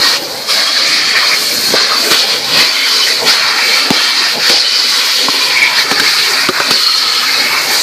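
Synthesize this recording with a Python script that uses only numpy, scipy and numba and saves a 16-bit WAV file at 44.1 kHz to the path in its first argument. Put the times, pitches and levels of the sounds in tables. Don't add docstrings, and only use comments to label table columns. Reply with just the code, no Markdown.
import sys
import numpy as np
from scipy import signal
from scipy.fft import rfft, irfft
from scipy.io import wavfile
from numba import njit

SR = 44100
rng = np.random.default_rng(int(sys.argv[2]) if len(sys.argv) > 2 else 0)


def bounce(signal):
    frames = np.transpose(np.atleast_2d(signal))
    limited = np.clip(frames, -1, 1)
    pcm = np.round(limited * 32767).astype(np.int16)
    wavfile.write(sys.argv[1], SR, pcm)


N = 344862

# (t/s, level/dB)
BLAST_LEVEL = [(0, -11.5), (.04, -7), (.17, -11), (.2, -21), (.47, -22.5), (.495, -10), (.72, -13),
               (.91, -9.5), (1.33, -14), (1.39, -13), (1.74, -15), (1.76, -9.5), (2.105, -14.5), (2.12, -6),
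               (2.24, -10), (2.265, -13.5), (2.33, -9), (2.41, -18), (2.52, -11.5), (2.6, -6),
               (2.72, -13.5), (3.11, -10), (3.25, -17), (3.28, -6.5), (3.35, -12.5), (3.55, -16),
               (3.59, -12.5), (3.63, -13), (3.79, -9.5), (3.83, -14), (3.99, -10), (4.33, -10.5),
               (4.38, -17), (4.42, -11.5), (4.51, -7.5), (4.62, -12), (5.57, -11), (5.62, -11), (5.75, -12),
               (5.8, -6.5), (5.86, -14.5), (6.01, -12), (6.08, -7.5), (6.15, -11.5), (6.49, -12.5),
               (6.51, -20), (6.58, -14), (6.7, -13), (6.712, -8), (6.8, -10), (7.67, -13.5), (7.75, -10),
               (7.82, -13)]
# (t/s, nozzle/dB, small hollows/dB, large hollows/dB)
LANDING_LEVELS = [(0, -2.5, -12.5, -8), (.7, 0.5, -9, -10), (1, -2.5, -8, -15), (1.32, 1, -8, -2),
                  (1.42, -1, -10, -13), (1.95, -1.5, -8.5, -8), (2.2, -2, -11, -13.5),
                  (2.75, -1.5, -7, -10), (3.1, -0.5, -10.5, -12), (3.5, 0, -2.5, -1.5),
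                  (3.8, -0.5, -6, -11.5), (4.2, -2, -9, -10.5), (4.7, 0, -10, -14), (5.2, 0, -7.5, -12),
                  (5.45, -2, -7.5, -13.5), (5.62, -4.5, -4, -13), (5.9, -4, -9, -8.5),
                  (6.2, -0.5, -6, -12.5), (6.55, -2, -4.5, -2.5), (6.85, -4.5, -14.5, -17.5),
                  (7.2, -2, -10.5, -10), (7.55, -2.5, -3.5, -6.5), (7.82, -1.5, -10, -13.5)]
# (t/s, level/dB)
HISS_LEVEL = [(0, -22.5), (.55, -23.5), (.7, -27.5), (1.1, -31), (1.3, -22), (1.42, -19), (1.7, -17),
              (1.8, -35), (1.95, -25), (2.05, -17), (2.2, -26), (3.0, -24), (3.3, -22.5), (3.4, -29),
              (3.6, -23.5), (4.2, -29), (4.5, -25), (4.6, -37), (4.9, -22), (5.2, -22.5), (5.6, -28),
              (6.3, -22.5), (7.1, -26.5), (7.65, -21.5), (7.73, -17), (7.82, -15.5)]
# (t/s, panel roar/dB, buffeting/dB)
CABIN_LEVELS = [(0.0, -24, -50), (0.35, -25.5, -39), (0.5, -27, -53), (0.72, -26, -62), (0.87, -26.5, -42),
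                (1.24, -28, -48), (1.57, -25.5, -38), (1.83, -25, -46), (2.13, -24, -45), (2.55, -24, -35),
                (2.74, -31, -56), (2.98, -32.5, -49), (3.11, -28.5, -51), (3.48, -26.5, -41),
                (3.63, -28.5, -69), (3.85, -22.5, -59), (3.99, -30, -56), (4.6, -31, -47), (4.88, -33, -78),
                (5.1, -33.5, -87), (5.29, -33.5, -69), (5.46, -29, -44), (6.6, -29.5, -42.5),
                (6.88, -32.5, -55), (7.56, -26.5, -38), (7.82, -24.5, -48)]
# (t/s, rise/dB)
CABIN_SWELLS = [(.24, 2), (1.718, 5), (2.6, 4), (3.24, 10), (3.881, 1.5), (4.381, 13), (4.53, 8),
                (5.27, 11.5), (6.009, 5), (6.72, 8.5), (7.71, 5)]
# (f/Hz, relative spectral density/dB)
NOZZLE_SPECTRUM = [(3300, -35), (3600, -10), (3950, -0.5), (4350, -0.5), (4900, -1), (5700, -10),
                   (7300, -19), (8500, -25)]
GAP_SPECTRUM = [(2500, -40), (2750, 0), (3200, 4), (3600, 2.5), (3900, -18)]
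SMALL_HOLLOW_SPECTRUM = [(1600, -2), (1800, 1.5), (2250, 4.5), (2700, 1.5), (2950, -29)]
LARGE_HOLLOW_SPECTRUM = [(420, -22.5), (720, -8), (827, -10), (1090, -1), (1350, -5.5), (1900, -0.5),
                         (2470, -57), (4180, -120)]
HISS_SPECTRUM = [(6000, -1), (7200, -2.5), (9000, -4.5), (11200, -9), (13500, -5), (15500, -2)]
PANEL_SPECTRUM = [(88, -36), (160, -18.5), (280, -1), (345, -6.5), (548, -4), (715, -8.5), (800, -4.5),
                  (1040, -21), (1760, -120)]
BUFFET_SPECTRUM = [(15, -50), (25, -24), (49, -10), (170, 3), (220, -32), (370, -120)]
# (delay/s, rms wander/s, gain/dB)
ECHO_PATHS = [(.0021, 0.00019, -12), (.0047, 0.00022, -19), (.0083, .0004, -14), (0.0143, 0.00054, -16)]
# (start/s, end/s, f/Hz, bandwidth/Hz, level/dB)
EDGE_WHISTLES = [(0.581, 1.304, 3275, 161, -29), (.9, 1.38, 2210, 296, -19), (1.889, 1.986, 1210, 150, -13),
                 (2.74, 2.88, 2230, 150, -19.5), (2.895, 3.1, 3070, 180, -25),
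                 (2.88, 3.313, 444, 72.6, -35), (4.617, 4.893, 3030, 150, -23),
                 (5.28, 5.906, 1004, 120, -27.5), (5.539, 5.71, 2270, 169.3, -10),
                 (6.6, 7.407, 1286, 131, -28.5), (6.713, 7.197, 4300, 250, -15),
                 (1.403, 1.75, 4306, 150, -19), (7.247, 7.597, 2210, 250, -22.5)]
# (centre t/s, half-length/s, start f/Hz, end f/Hz, level/dB)
EDGE_SWISHES = [(1.176, .05, 1690, 1870, -17), (3.095, 0.063, 1900, 2000, -17),
                (3.598, 0.04, 1820, 2050, -19), (5.795, 0.058, 1390, 2290, -22),
                (6.071, 0.06, 1600, 2840, -21), (6.445, 0.051, 1890, 2460, -17),
                (7.55, 0.091, 1050, 1190, -18)]
# (t/s, crack rms/dB, thump peak/dB, thump f/Hz,
# clack peak/dB, clack f/Hz, thump T60/s, air loss/dB)
TRIM_KNOCKS = [(1.738, -22, -1.5, 430, -1, 635, 0.054, -3.5), (2.113, -13, -4, 460, -5, 1250, 0.13, -4),
               (3.904, 0, 12, 275, 3, 750, 0.022, 6.5), (4.496, -4, -9.5, 347, -12, 1950, 0.076, -2),
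               (5.284, -12, -6.5, 290, -0.5, 1130, 0.051, 5), (5.913, -3.5, -6.5, 284, -4, 885, 0.11, -5.5),
               (5.998, -2, -11, 288, 2.5, 1600, 0.17, 0), (6.487, -6.5, 1, 373, -1, 1220, 0.086, 6),
               (6.6, -9, -4, 574, 1, 1420, 0.11, 1.5), (6.708, -2, -4, 394, 0.5, 1360, 0.038, -3)]
# (ratio to thump frequency, level/dB)
TRIM_MODES = [(.75, -10), (1, 3.5), (1.45, 3.5), (2.1, -26)]


def from_db(db):
    return 10 ** (np.asarray(db) / 20)


def unit_rms(x):
    return x / np.sqrt(np.mean(x ** 2) + 1e-20)


def curves(rows):
    times, *columns = np.transpose(rows)
    return [np.interp(np.arange(N) / SR, times, column) for column in columns]


def drift(rate_hz):
    step, settle = 40, 2000
    r = np.exp(-2 * np.pi * rate_hz * step / SR)
    slow = signal.lfilter([1], [1, -2 * r, r * r], rng.standard_normal(N // step + settle + 2))[settle:]
    return np.interp(np.arange(N) / step, np.arange(len(slow)), unit_rms(slow))


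@njit
def moving_resonance(x, hz, width_hz, sr):
    out, r = np.zeros(len(x)), np.exp(-np.pi * width_hz / sr)
    for i in range(2, len(x)):
        feedback = 2 * r * np.cos(2 * np.pi * hz[i] / sr) * out[i - 1] - r * r * out[i - 2]
        out[i] = x[i] - x[i - 2] + feedback
    return out


def damped_mode(force, hz, t60):
    r, w = from_db(-60 / (t60 * SR)), 2 * np.pi * hz / SR
    return signal.lfilter([0, np.sin(w)], [1, -2 * r * np.cos(w), r * r], force)


def turbulence(spectrum, flicker_db, rate_hz):
    hz = np.fft.rfftfreq(N, 1 / SR) + 1
    point_hz, point_db = np.transpose(spectrum)
    colour = rfft(rng.standard_normal(N)) * from_db(np.interp(np.log(hz), np.log(point_hz), point_db))
    thirds = 3 * np.log2(hz)
    low, high = 3 * np.log2(point_hz[[0, -1]])
    out, together = 0, drift(rate_hz)
    for k in range(int(low), int(high) + 2):
        band = irfft(colour * np.cos(np.pi / 2 * np.clip(thirds - k, -1, 1)) ** 2, N)
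        out += band * from_db(flicker_db * (.5 * together + drift(rate_hz)))
    return unit_rms(out)


def blown_opening(spectrum, hz, width_hz, ring_db, flicker_db):
    rush = turbulence(spectrum, flicker_db, rate_hz=13.2)
    breath = moving_resonance(rng.standard_normal(N), hz, width_hz, SR)
    breath = unit_rms(moving_resonance(breath, hz, 2 * width_hz, SR))
    return unit_rms(rush + from_db(ring_db + flicker_db * drift(6)) * breath)


def jet(blast_db):
    nozzle_db, small_db, large_db = curves(LANDING_LEVELS)
    nozzle_hz = 4398 + 116 * drift(8.2)
    nozzle = blown_opening(NOZZLE_SPECTRUM, nozzle_hz, width_hz=170, ring_db=-6, flicker_db=1.5)
    gaps = from_db(-11) * turbulence(GAP_SPECTRUM, flicker_db=2.5, rate_hz=3.7)
    small_hz = 2287 + 108 * drift(7)
    small = blown_opening(SMALL_HOLLOW_SPECTRUM, small_hz, width_hz=220, ring_db=-4, flicker_db=1.4)
    large_hz = 1376 + 168 * drift(4)
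    large = blown_opening(LARGE_HOLLOW_SPECTRUM, large_hz, width_hz=490, ring_db=-3, flicker_db=3)
    hollows = from_db(small_db) * small + from_db(large_db) * large
    return from_db(blast_db) * (from_db(nozzle_db) * nozzle + gaps + hollows)


def treble_hiss(blast_db):
    hiss_db, = curves(HISS_LEVEL)
    swing_db = .53 * (blast_db - blast_db.mean())
    return from_db(hiss_db + swing_db) * turbulence(HISS_SPECTRUM, flicker_db=1.5, rate_hz=13)


def cabin_noise():
    t = np.arange(N) / SR
    roar_db, buffet_db = curves(CABIN_LEVELS)
    swell_db = sum(rise_db * np.exp(-((t - centre) / .048) ** 2) for centre, rise_db in CABIN_SWELLS)
    roar = from_db(roar_db + swell_db) * turbulence(PANEL_SPECTRUM, flicker_db=3.5, rate_hz=5.2)
    buffet = from_db(buffet_db + swell_db) * turbulence(BUFFET_SPECTRUM, flicker_db=1, rate_hz=15)
    return roar, buffet


def reflections(direct):
    out, power, samples = direct.copy(), 1, np.arange(N)
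    for delay, wander, gain_db in ECHO_PATHS:
        lag = (delay + wander * drift(.41)) * SR
        out += from_db(gain_db) * np.interp(samples - lag, samples, direct)
        power += from_db(gain_db) ** 2
    return out / np.sqrt(power)


def whistles():
    out, t = np.zeros(N), np.arange(N) / SR
    for start, end, hz, width_hz, level_db in EDGE_WHISTLES:
        t60 = np.log(1000) / (np.pi * width_hz)
        tone = damped_mode(rng.standard_normal(N), hz, t60)
        tone = unit_rms(damped_mode(tone, hz, t60 / 2))
        fade = np.clip(np.minimum(t - start, end - t) / .032, 0, 1)
        out += from_db(level_db + 3 * drift(14)) * tone * fade
    return out


def swishes(width_hz=310):
    out = np.zeros(N)
    for centre, half_length, from_hz, to_hz, level_db in EDGE_SWISHES:
        along = np.linspace(0, 1, int(2 * half_length * SR))
        hz = from_hz + (to_hz - from_hz) * along
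        noise = rng.standard_normal(SR // 4)[:len(along)]
        air = moving_resonance(noise, hz, width_hz, SR)
        air = unit_rms(moving_resonance(air, hz, 2 * width_hz, SR))
        at = int((centre - half_length) * SR)
        out[at:at + len(air)] += from_db(level_db) * air * np.sin(np.pi * along) ** 2
    return out


def choke():
    t, loss_db = np.arange(N) / SR, np.zeros(N)
    for onset, *_, peak_loss_db in TRIM_KNOCKS:
        loss_db += peak_loss_db * np.exp(-np.abs(t - onset) / .02)
    return from_db(-loss_db)


def knocks():
    out, t = np.zeros(N), np.arange(round(.15 * SR)) / SR
    push = np.exp(-((t - .003) / .0008) ** 2)
    for onset, crack_db, thump_db, thump_hz, clack_db, clack_hz, t60, _ in TRIM_KNOCKS:
        chatter = rng.standard_normal((2, len(t)))
        crack = unit_rms(damped_mode(chatter[0], hz=3900, t60=.0012)) * np.exp(-t / .006)
        clack = damped_mode(chatter[1] * np.exp(-t / .0061), clack_hz, t60=.01)
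        thump = sum(from_db(db) * damped_mode(push, ratio * thump_hz, t60) for ratio, db in TRIM_MODES)
        hit = from_db(crack_db) * crack
        hit += from_db(clack_db) * clack / np.abs(clack).max()
        hit += from_db(thump_db) * thump / np.abs(thump).max()
        at = round(onset * SR)
        out[at:at + len(t)] += hit
    return signal.sosfilt(signal.butter(2, 190, "high", fs=SR, output="sos"), out + 1e-18)


def scene():
    blast_db, = curves(BLAST_LEVEL)
    air = jet(blast_db)
    hiss = treble_hiss(blast_db)
    roar, buffet = cabin_noise()
    combed = reflections(air + roar + whistles() + swishes())
    mix = choke() * (combed + hiss) + buffet + knocks()
    return np.array([mix, mix])


def record(dry):
    overload, mic_low_hz, mic_top_hz, cutoff_hz = .87, 100, 14750, 15600
    heard = np.clip(dry, -overload, overload)
    heard = signal.sosfilt(signal.butter(2, mic_low_hz, "high", fs=SR, output="sos"), heard)
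    heard = signal.sosfilt(signal.cheby2(16, 35, mic_top_hz, fs=SR, output="sos"), heard)
    return signal.sosfilt(signal.cheby2(12, 60, cutoff_hz, fs=SR, output="sos"), heard)


dry = scene()
out = record(dry)
bounce(out)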